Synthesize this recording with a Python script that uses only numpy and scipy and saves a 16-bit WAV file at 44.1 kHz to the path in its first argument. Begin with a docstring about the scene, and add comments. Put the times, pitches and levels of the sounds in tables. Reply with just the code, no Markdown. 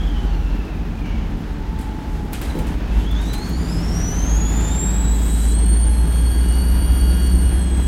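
"""City bus pulling away

One microphone at a seat inside, near the rear; its chain cuts the treble just below 16 kHz.
The six-cylinder diesel coasts down, then pulls away under load: boom, knocks, hums and clatter follow its firing.
The turbocharger winds down and spools up; its speed sets the whistle, the blade tone, the rush of air
and two small gaps that sing under boost. Gear teeth whine in spells, shaped noise makes the road rumble,
and cabin fittings rattle, as noisy ticks and rings, over a few bumps."""
import sys
import numpy as np
from scipy import signal
from scipy.fft import rfft, irfft, next_fast_len
from scipy.io import wavfile
from scipy.ndimage import uniform_filter1d

SR = 44100
rng = np.random.default_rng(int(sys.argv[2]) if len(sys.argv) > 2 else 0)


def pcm_store(signal):
    """Save signal as 16-bit PCM."""
    levels = np.round(np.clip(np.atleast_2d(signal), -1, 1) * 32767)
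    wavfile.write(sys.argv[1], SR, levels.astype(np.int16).T)


N = 347067
TIME = np.arange(N) / SR

# engine speed: (time [s], firing rate [Hz])
ENGINE_SPEED = [(0, 60.13), (0.5, 59.93), (1.3, 57.42), (2, 53.71), (2.8, 51.7), (4, 52.15), (4.6, 53.72),
                (5.5, 55.71), (6.5, 60.1), (7.3, 62.91), (7.87, 64.1)]
# how hard the engine works: (time [s], effort [dB])
ENGINE_EFFORT = [(0, 0), (1.7, -3.5), (2.3, -1), (2.58, 1.5), (2.78, 0.5), (2.97, 1), (3.8, 1.6), (4.6, 4),
                 (5.2, 0.5), (6.2, 0), (7.87, 0.5)]
# cabin boom at the firing rate: (time [s], level before the trim in engine() [dB])
BOOM_LEVEL = [(0, -21), (0.6, -33.5), (1.6, -55), (2.65, -34), (2.95, -19.5), (3.6, -28), (4.28, -21.5),
              (4.38, -16), (4.55, -20.5), (5.05, -17.5), (5.8, -15), (6.6, -16.5), (7.35, -13.5),
              (7.87, -18.5)]
# a pump driven by the engine takes up load and throbs, then slowly eases:
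# (time [s], level before the trim in engine() [dB])
PUMP_LOADS = [(0, -19.5), (6.75, -21)]
PUMP_RISE_S, PUMP_T60_S, PUMP_FLOOR_DB = 0.077, 9.7, -38.5
# the six cylinders: (relative knock strength [dB])
CYLINDER_STRENGTH = [-2.5, -3.5, 0, -4, -2.5, -4]
# colour of the knocks in floor and body panels: (frequency [Hz], relative level [dB])
DRONE_COLOUR = [(50, -18), (75, -11.5), (100, -1), (122, -2.5), (136, -11), (160, 5), (190, -3.5),
                (235, -5.5), (295, -3), (350, -10.5), (450, -13.5), (600, -46.5), (1000, -52), (2000, -51)]
# colour of combustion and valve noise: (frequency [Hz], relative level [dB])
CLATTER_COLOUR = [(200, -19), (400, 3), (620, 1), (850, 3), (1100, -2.5), (1700, -2.5), (2100, -7),
                  (3200, -10), (4500, -15.5), (6500, -21.5), (8500, -35), (16000, -32)]
# levels at zero effort; the drone gains DRONE_PER_EFFORT dB per dB of effort
DRONE_DB, DRONE_PER_EFFORT, CLATTER_DB = -29.5, 0.71, -38
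# engine orders that hum in the cabin:
# (time [s], half length [s], multiple of the crank rate [-], level [dB])
HUMS = [(1.099, 0.49, 11.25, -37.5), (3.699, 0.51, 9.5, -33), (3.698, 0.42, 10.5, -36),
        (4.9, 0.25, 10.5, -33), (5.7, 0.23, 10.5, -35), (5.4, .3, 12.5, -38.5), (6.2, 0.253, 8, -34),
        (7.45, 0.38, 8, -31.5), (7.498, 0.56, 9, -34), (7.495, .45, 16, -37.5)]

# turbo speed: (time [s], blade-passing rate [Hz])
TURBO_SPEED = [(0, 4096), (.3, 3720), (.65, 3317), (1, 3150), (1.5, 2810), (2.75, 3170), (2.9, 3304),
               (3.1, 4190), (3.5, 5560), (4, 7204), (4.5, 8640), (5, 9740), (5.5, 10390), (5.95, 11100),
               (6.4, 11470), (6.85, 11680), (7.1, 11590), (7.4, 11380), (7.65, 10850), (7.86, 10270)]
FULL_BOOST_HZ = 11700  # blade-passing rate
# states of the flow through the compressor, from easing off and stalling to pulling hard and unloading:
# (start [s], change-over [s], whistle pitch as a share of the blade rate [-], whistle [dB],
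#  pitch unsteadiness as a share [-], undertone [dB], overtones [dB], breath [dB], slower cell [dB],
#  pull of the duct [0-1], throb [0-1], rush of air [dB]); levels relative
FLOW_STATES = [(0, .01, 0.82, 3, .03, -10, -18, -12, 0, 0.31, 0.3, 2),
               (.18, .12, 0.8, 0, .036, -14, -13, -4, -3, 0.16, 0.24, 1),
               (.56, .04, 0.82, 0.5, .022, -14, -27, -9, 4, 0.04, 0.3, -1.5),
               (.73, 0.029, 0.79, -0.5, .012, -11, -31, -14, -14, 0.03, 0.87, 1),
               (1, .05, 0.75, 0, 0.032, -12, -18, -4, -6, 0, 0.47, 0),
               (1.17, .2, 0.71, -8, .04, -14, -18, 0, -6, 0.03, 0.02, 3),
               (2.8, .06, 0.78, 2, .008, -12, -20, -14, -18, 0.04, .2, 0),
               (2.91, .02, 0.78, 3.5, 0.027, -18, -18, 4, -9, .3, 0.3, 0),
               (3, 0.066, .805, 4.5, 0.022, -20, -24, -12, -10, 0.7, 0.25, 0),
               (3.17, .06, 0.81, 2, 0.0157, -19, -15, -15, -12, .8, 0.13, 1),
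               (3.42, 0.054, .8, -1.5, 0.0162, -16, -10.5, -12, -9, 0.7, 0.12, 4),
               (3.9, .15, .798, 3, 0.017, -18, -22, -25, -14, .6, 0.16, 6),
               (4.38, 0.072, 0.8, 2, 0.0125, -13, -22, -21, -16, .5, 0.23, 4),
               (4.76, 0.043, .797, 6.5, 0.0095, -20, -22, -28, -22, 0.6, 0.17, 0),
               (4.88, 0.117, 0.79, 0, .014, -14, -21, -22, -15, 0.87, 0.23, -2),
               (5.06, 0.12, 0.79, -3.5, .022, -15, -11, 0, -8, .5, 0.1, 2),
               (5.24, .15, .803, -2.5, 0.037, -14, -12, 3, -9, 0.36, 0.08, 3),
               (5.535, 0.0075, 0.81, 0, 0.0057, -16, -25, -24, -24, .8, 0.23, -3.5),
               (5.88, 0.031, 0.77, -11, .011, -7, -13, -13, -24, 0.02, 0.22, -4),
               (6.03, 0.15, 0.78, -5.5, 0.0085, -8.5, -17, -8, -22, 0, .12, -2.5),
               (7.36, 0.23, 0.78, -8, 0.0076, -12, -20, -17, -23, 0.03, .2, -4)]
# overtones of the whistle: (multiple of its pitch [-], relative level [dB])
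WHISTLE_PARTIALS = [(1.5, 2), (2, 0), (2.5, -8)]
# base levels at full boost, to which the flow state adds; both fall at lower turbo speed
WHISTLE_DB, WHISTLE_DB_PER_OCTAVE = -33, 10
AIR_DB, AIR_DB_PER_OCTAVE = -46.5, 7.5
MUFFLE_HZ, MUFFLE_DB_PER_OCTAVE = 13500, 28  # the engine cover holds back the highest overtones
DUCT_SPACING_HZ = 340  # between the resonances of the intake duct
# the intake duct passes the blade tone best near one resonance:
# (blade rate [Hz], level before the trim in turbocharger() [dB])
BLADE_DUCT = [(8500, -82), (9700, -55), (10450, -58), (10850, -55), (11080, -39.5), (11450, -50),
              (11700, -46)]
# two gaps that sing under boost, swelling in turn: (time [s], level [dB])
LOW_LEAK_LEVEL = [(5.2, -56), (5.8, -53.5), (6.3, -53.5), (6.55, -45), (6.8, -46), (7.1, -44.5),
                  (7.27, -46.5), (7.38, -51), (7.46, -44.5), (7.6, -57), (7.87, -52)]
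HIGH_LEAK_LEVEL = [(4.5, -51), (4.9, -50.5), (5.55, -47.5), (5.83, -50), (6, -48.5), (6.35, -42),
                   (6.68, -54), (6.87, -45), (7.25, -42.5), (7.38, -51), (7.53, -45.5), (7.87, -43)]
# their partials at full boost: (frequency [Hz], relative level [dB])
LOW_LEAK_PARTIALS = [(1436, -4), (2872, -0.5), (5744, -12)]
HIGH_LEAK_PARTIALS = [(1631, -5), (3262, -2.5), (6524, -18)]
LOW_LEAK_SAG, HIGH_LEAK_SAG = .28, .1  # octaves of pitch lost per octave of turbo speed gained
BOOST_LAG_S = 0.15  # pressure at the gaps follows the wheel this much later
# air seeps through the gaps as a narrow hiss: (time [s], half length [s], frequency [Hz], level [dB])
SEEPS = [(3.3, .18, 6330, -53), (3.953, 0.47, 6920, -53)]
SEEP_RATE_HZ = 660  # how fast the seeping air wavers, which sets the width of its hiss
# colour of the rush of air: (frequency [Hz], relative level [dB])
AIR_COLOUR = [(1500, 10), (4000, 8), (7000, 9.5), (9500, 6), (10500, 4), (12000, 6), (16000, -14)]
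# brief swells of hiss: (time [s], half length [s], level [dB])
HISS_SWELLS = [(2.119, 0.11, -53), (2.985, 0.06, -48), (3.274, 0.048, -47), (3.464, 0.028, -44),
               (7.249, .08, -49)]
# colour of a short puff of released air: (frequency [Hz], relative level [dB])
PUFF_COLOUR = [(1200, 2), (2000, -3), (2400, 0), (2950, 4), (3400, -12), (4700, -13), (6800, -16),
               (8000, -33), (16000, -40)]
PUFF_S, PUFF_DB, PUFF_RISE_S, PUFF_T60_S = 1.06, -40, 0.016, 1.5

# spells of transmission whine:
# (start [s], length [s], first pitch [Hz], last pitch [Hz], level before fades [dB])
GEAR_SPELLS = [(0, 0.53, 842, 823, -45.5), (1.468, 0.98, 894, 826, -43), (2.478, .27, 845, 880, -40),
               (3.298, 0.2, 835, 843, -38), (4.202, 1.05, 837, 889, -45.5), (5.75, 0.45, 850, 872, -46)]
GEAR_FADE_S = 0.14

# rattling fittings: (time [s], tick peak before the trim in scene() [dB], ring decay by 60 dB [s],
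#  ring level relative to the tick, before tail_db [dB])
RATTLES = [(1.789, -41.5, 0.34, 5), (1.8118, -39, 0.29, -5), (1.944, -50, .08, -2), (2.326, -40, .2, -1),
           (2.332, -20, 0.4, -7.5), (2.4158, -24, 0.66, -8), (2.5893, -30, 0.14, -2),
           (2.669, -35, 0.39, -1.5), (3.112, -34.5, 0.24, -6), (3.2153, -43, 0.27, 8),
           (3.2594, -39, 0.15, 0), (3.332, -29.5, 0.1, 2), (3.3375, -25.5, 0.18, -5.5),
           (3.38, -35, 0.25, -5), (3.491, -34, 0.095, -5), (3.497, -33, 0.11, -7),
           (4.225, -44.5, 0.23, -13), (4.609, -49, .08, 19), (4.68, -50, .08, 20)]
# colour of their ring: (frequency [Hz], relative level [dB])
RATTLE_COLOUR = [(400, -22), (1200, 15), (3000, 15.5), (5500, 6.5), (8500, 11), (10500, 7), (13000, 4),
                 (16000, -15)]
# a fitting squeaks after the loudest knocks
SQUEAK_S, SQUEAK_HZ, SQUEAK_DB, SQUEAK_RISE_S, SQUEAK_T60_S = 2.505, 4000, -38, .01, 0.12

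# rough patches swell the road rumble: (time [s], half length [s], level [dB])
BUMPS = [(1.299, 0.15, -31), (2.597, 0.13, -24), (2.999, 0.11, -23.5), (3.75, 0.28, -23.5),
         (4.399, 0.43, -25.5), (5.993, 0.13, -25), (6.903, 0.49, -24)]
ROAD_DB = -25.5
# colour of the road rumble: (frequency [Hz], relative level [dB])
ROAD_COLOUR = [(15, -32), (28, 0), (40, 3), (55, 7), (75, 3.5), (110, -8.5), (140, -9), (200, -8.5),
               (320, -14.5), (500, -27), (1000, -29.5), (2500, -81)]
# one bump also thuds through the body panels: (frequency [Hz], relative level [dB])
THUD_COLOUR = [(150, -27), (330, 7), (550, -1), (900, -26), (3000, -34)]
THUD_S, THUD_DB, THUD_RISE_S, THUD_T60_S = 2.56, -28, 0.014, 0.5

CABIN_T60_S = 0.17
TOP_HZ = 15850  # upper limit of the microphone chain


def engine(phase):
    """Firing drives boom, body panels, hums and clatter; effort sets the level of panels and clatter."""
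    effort_db = curves(ENGINE_EFFORT)[0]
    low = undb(1.0) * boom(phase)
    panels = undb(DRONE_DB + DRONE_PER_EFFORT * effort_db) * drone(phase, scatter_db=2.0, loose=0.95)
    valves = undb(CLATTER_DB + effort_db) * clatter(phase, depth=0.056)
    return low + panels + hums(phase) + valves


def boom(phase):
    """The cabin air swings at the firing rate; a pump geared to the engine adds a lower, throbbing line."""
    firing = undb(curves(BOOM_LEVEL)[0] + 0.72 * walk(4.8)) * np.sin(phase)
    loads = sum(undb(db) * burst(s, PUMP_RISE_S, PUMP_T60_S) for s, db in PUMP_LOADS)
    pump_gain = np.hypot(undb(PUMP_FLOOR_DB), loads)
    pump = pump_gain * undb(1.2 * walk(8)) * np.sin(phase * (3 / 4))
    return np.sqrt(2) * (firing + pump)


def drone(phase, scatter_db, loose):
    """One knock per firing, each cylinder with its own strength, rings the floor and body panels."""
    firings = np.flatnonzero(np.diff(phase // (2 * np.pi)))
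    size = 2048  # samples per knock
    scatter = scatter_db * rng.standard_normal(len(firings))
    strength = undb(np.resize(CYLINDER_STRENGTH, len(firings)) + scatter)
    # each cylinder reaches the body by a path of its own; loose panels change it from knock to knock
    paths = rng.standard_normal((len(CYLINDER_STRENGTH), size))
    knocks = paths[np.arange(len(firings)) % len(paths)]
    knocks = knocks + loose * rng.standard_normal((len(firings), size))
    knocks = knocks * np.exp(-TIME[:size] / 0.017)
    body = np.zeros(N + size)
    for i, knock, gain in zip(firings, knocks, strength):
        body[i:i + size] += gain * knock
    return colour(body[:N], DRONE_COLOUR)


def hums(phase):
    """Single engine orders swell and fade as they sweep through resonances of the cabin."""
    crank = phase / (len(CYLINDER_STRENGTH) / 2)  # each cylinder fires every second turn
    out = 0
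    for s, half, order, db in HUMS:
        out = out + bell(s, half) * undb(db + 2.0 * walk(18)) * np.sin(order * crank)
    return np.sqrt(2) * out


def clatter(phase, depth):
    """Combustion and valve noise, swelling once per firing."""
    swelling = 1 + depth * np.cos(phase)
    return colour(noise() * swelling * undb(0.88 * walk(30)), CLATTER_COLOUR)


def turbocharger(engine_phase):
    """Whistle, blade tone, singing gaps and rush of air follow the wheel; a puff is released once."""
    blade_hz = curves(TURBO_SPEED)[0]
    *flow, rush_db = states(FLOW_STATES)
    cells = whistle(blade_hz, flow, engine_phase, flutter_rate=900, drift=.55, surge=0.027,
                    breath_rate=1940, strand_ratio=0.95, strand_unsteady=0.0141, blur=.7,
                    under_throb=1.1, wet=0.46)
    blade_db = np.interp(blade_hz, *np.transpose(BLADE_DUCT))
    blades = tone(blade_hz, blade_db, unsteady=0.00236, rate=240.0)
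    gaps = leaks(blade_hz, unsteady=0.001525, shrill_db=26)
    air = rush_of_air(blade_hz, rush_db)
    return undb(2.0) * cells + undb(1.5) * cabin(blades, wet=0.8) + gaps + seeping_air() + air + puff()


def whistle(blade_hz, flow, engine_phase, flutter_rate, drift, surge, breath_rate, strand_ratio,
            strand_unsteady, blur, under_throb, wet):
    """Air cells circling the compressor wheel: a tone that splits and frays into hiss in unsteady flow."""
    share, flow_db, unsteady, under_db, over_db, breath_db, strand_db, pull, throb = flow
    # the pitch clings to each resonance of the duct, then hops to the next
    free = 2 * np.pi * share * blade_hz / DUCT_SPACING_HZ
    hz = (free - pull * np.sin(free)) * DUCT_SPACING_HZ / (2 * np.pi)
    # every second firing tugs at the pitch
    hz = hz * (1 + surge * throb * np.cos(engine_phase / 2))
    flutter = 0.664 * walk(flutter_rate) + drift * walk(72.6)
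    phase = turn(hz * (1 + unsteady * flutter))
    # the overtones are more ragged than the tone itself
    ragged = phase + turn(hz * blur * unsteady * walk(flutter_rate))
    overtones = 0
    for multiple, db in WHISTLE_PARTIALS:
        muffled_db = db - MUFFLE_DB_PER_OCTAVE * below(MUFFLE_HZ, multiple * hz)
        overtones = overtones + undb(muffled_db) * np.sin(multiple * ragged)
    voice = np.sin(phase) + undb(over_db + 2.2 * walk(20)) * overtones
    # a slightly slower cell comes and goes beside the main one; both have an undertone an octave down
    slow = turn(strand_ratio * hz * (1 + strand_unsteady * walk(flutter_rate)))
    voice = voice + undb(strand_db + 2.8 * walk(32)) * np.sin(slow)
    # the undertone of the slower cell grows with turbulence
    main_under = undb(under_db) * np.sin(phase / 2)
    slow_under = undb(strand_db + breath_db - 2.5) * np.sin(slow / 2)
    under = undb(2.4 * walk(68)) * (main_under + slow_under)
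    # turbulence takes power from the tone and spreads it as a breathy skirt
    breath = undb(breath_db)
    voice = voice + breath * walk(breath_rate) * np.sin(phase)
    level_db = WHISTLE_DB + flow_db - WHISTLE_DB_PER_OCTAVE * below(blade_hz, FULL_BOOST_HZ)
    gain = np.sqrt(2) * undb(level_db + 0.83 * walk(19))
    gain = gain / np.sqrt(1 + breath ** 2 + undb(strand_db) ** 2)

    def chop(depth):
        """Every second firing swells the sound into bursts, at constant mean power."""
        return (1 + depth * np.sin(engine_phase / 2)) / np.sqrt(1 + depth ** 2 / 2)

    # the undertone is chopped most deeply
    return cabin(gain * voice, wet) * chop(throb) + cabin(gain * under, wet) * chop(under_throb * throb)


def leaks(blade_hz, unsteady, shrill_db):
    """Boost air sings in two narrow gaps; as pressure builds, their pitch sags and their tone mellows."""
    slack = below(np.interp(TIME - BOOST_LAG_S, TIME, blade_hz), FULL_BOOST_HZ)  # octaves short of boost
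    gaps = ((LOW_LEAK_LEVEL, LOW_LEAK_PARTIALS, LOW_LEAK_SAG),
            (HIGH_LEAK_LEVEL, HIGH_LEAK_PARTIALS, HIGH_LEAK_SAG))
    out = 0
    for level, partials, sag in gaps:
        opened = np.clip((TIME - level[0][0]) / .1, 0, 1) * undb(curves(level)[0])
        phase = turn(2 ** (sag * slack) * (1 + unsteady * walk(96)))  # for a partial of 1 Hz
        for hz, db in partials:
            # slack pressure favours the partials above the second
            tilt_db = shrill_db * np.minimum(slack, 1) * np.log2(hz / partials[1][0])
            out = out + opened * undb(db + tilt_db + 1.4 * walk(9)) * np.sin(hz * phase)
    return np.sqrt(2) * out


def seeping_air():
    """Air seeps through the gaps before they sing: a tone wavering so fast that it is a narrow hiss."""
    out = 0
    for s, half, hz, db in SEEPS:
        carrier = tone(hz, 0, unsteady=0.011, rate=23)
        out = out + undb(db) * bell(s, half) * walk(SEEP_RATE_HZ) * carrier
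    return out


def rush_of_air(blade_hz, rush_db):
    """Broad turbulent hiss that grows with turbo speed, with brief swells."""
    air_db = AIR_DB + rush_db - AIR_DB_PER_OCTAVE * below(blade_hz, FULL_BOOST_HZ)
    return swells(air_db, HISS_SWELLS) * undb(1.0 * walk(14.0)) * colour(noise(), AIR_COLOUR)


def puff():
    """A short puff of released air: coloured noise that builds fast and dies away."""
    return undb(PUFF_DB) * burst(PUFF_S, PUFF_RISE_S, PUFF_T60_S) * colour(noise(), PUFF_COLOUR)


def gears():
    """Gear teeth sing in short spells, each gliding with the shaft."""
    out = 0
    for s, length, start_hz, end_hz, db in GEAR_SPELLS:
        hz = np.interp(TIME, [s, s + length], [start_hz, end_hz])
        gate = np.clip(np.minimum(TIME - s, s + length - TIME) / GEAR_FADE_S, 0, 1)
        out = out + gate * tone(hz, db, unsteady=0.0173, rate=121)
    return out * undb(0.96 * walk(4.4))


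def rattles(tick_s, rise_s, tail_db):
    """Loose fittings knock: contact builds to a tick, then a noisy ring dies away in the cabin."""
    ticks, rings = np.zeros(N), np.zeros(N)
    for s, db, t60, body_db in RATTLES:
        near = slice(int((s - .03) * SR), int((s + .5) * SR))
        t = TIME[near] - s
        build, since = np.exp(np.minimum(t, 0) / rise_s), np.maximum(t, 0)
        ticks[near] += undb(db) * build * np.exp(-since / tick_s)
        rings[near] += undb(db + body_db + tail_db) * build * np.exp(-np.log(1000) * since / t60)
    tick_noise = colour(noise(), [(2000, -24), (8000, -8), (14000, 4)])  # (frequency [Hz], level [dB])
    return ticks * tick_noise + rings * colour(noise(), RATTLE_COLOUR)


def squeak():
    """A rubbing fitting gives one short, unsteady tone."""
    envelope = burst(SQUEAK_S, SQUEAK_RISE_S, SQUEAK_T60_S)
    return cabin(envelope * tone(SQUEAK_HZ, SQUEAK_DB, unsteady=0.018, rate=500), wet=0.33)


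def road():
    """Road rumble as low coloured noise, swelling over rough patches, with one thud of the body panels."""
    rumble = swells(ROAD_DB, BUMPS) * colour(noise(), ROAD_COLOUR)
    thud = undb(THUD_DB) * burst(THUD_S, THUD_RISE_S, THUD_T60_S) * colour(noise(), THUD_COLOUR)
    return rumble + thud


def cabin(x, wet):
    """Direct sound plus dense reflections from windows, seats and roof; wet is their share of power."""
    t = TIME[:SR // 2]
    tail = noise()[:len(t)] * np.exp(-np.log(1000) * t / CABIN_T60_S)
    reflections = signal.fftconvolve(x, tail / np.linalg.norm(tail))[:N]
    return np.sqrt(1 - wet) * x + np.sqrt(wet) * reflections


def tone(hz, db, unsteady, rate):
    """A tone from rotating teeth, blades, a rubbing part or air, slightly unsteady in pitch."""
    return np.sqrt(2) * undb(db) * np.sin(turn(hz * (1 + unsteady * walk(rate))))


def turn(hz):
    """Phase in radians of something that turns at hz."""
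    return 2 * np.pi * np.cumsum(hz) / SR


def noise():
    """White noise."""
    return rng.standard_normal(N)


def walk(rate):
    """Smooth chance that changes about rate times a second; rms 1."""
    k = max(int(SR / rate), 1)
    return unit(uniform_filter1d(uniform_filter1d(noise(), k), k))


def colour(x, points):
    """Filter by an outline of (frequency [Hz], level [dB]); rms 1."""
    hz, db = np.transpose(points)
    size = next_fast_len(N + 8192)
    bins = np.maximum(np.fft.rfftfreq(size, 1 / SR), 1)
    gain = undb(np.interp(np.log(bins), np.log(hz), db))
    return unit(irfft(rfft(x, size) * gain, size)[:N])


def burst(s, rise_s, t60):
    """Envelope that builds up to time s, then dies away by 60 dB in t60 seconds."""
    t = TIME - s
    return np.exp(np.minimum(t, 0) / rise_s - np.log(1000) * np.maximum(t, 0) / t60)


def bell(s, half):
    """Bell-shaped envelope centred on time s."""
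    return np.exp(-((TIME - s) / half) ** 2 / 2)


def swells(steady_db, table):
    """Gain of a steady level with bell-shaped swells of power on top."""
    power = sum(undb(db) ** 2 * np.exp(-((TIME - s) / half) ** 2) for s, half, db in table)
    return np.sqrt(undb(steady_db) ** 2 + power)


def curves(table):
    """Each column of a table, joined by straight lines in time."""
    s, *columns = np.transpose(table)
    return [np.interp(TIME, s, c) for c in columns]


def states(table):
    """Each setting of a table of states: held until the next state takes over."""
    now = np.array(table[0][2:])[:, None]
    for s, change_s, *settings in table[1:]:
        taken_over = np.clip((TIME - s) / change_s, 0, 1)
        now = now + taken_over * (np.array(settings)[:, None] - now)
    return now


def below(hz, knee_hz):
    """Octaves by which a frequency lies under a knee; 0 above it."""
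    return np.maximum(np.log2(knee_hz / hz), 0)


def undb(db):
    """Decibels to gain."""
    return 10 ** (np.asarray(db) / 20)


def unit(x):
    """Scale to rms 1."""
    return x / np.sqrt(np.mean(x ** 2))


def scene():
    """Engine, turbo, gears, fittings and road as heard from one seat."""
    firing_phase = turn(curves(ENGINE_SPEED)[0] * (1 + 0.0027 * walk(12.1)))
    machinery = engine(firing_phase) + turbocharger(firing_phase) + gears()
    fittings = undb(-4.0) * rattles(tick_s=0.0026, rise_s=0.0011, tail_db=-2.5) + squeak()
    return (machinery + fittings + road())[None]


def record(dry):
    """The microphone chain cuts the top of the treble."""
    return signal.sosfilt(signal.ellip(10, .2, 80, TOP_HZ, fs=SR, output="sos"), dry)


dry = scene()
out = record(dry)
pcm_store(out)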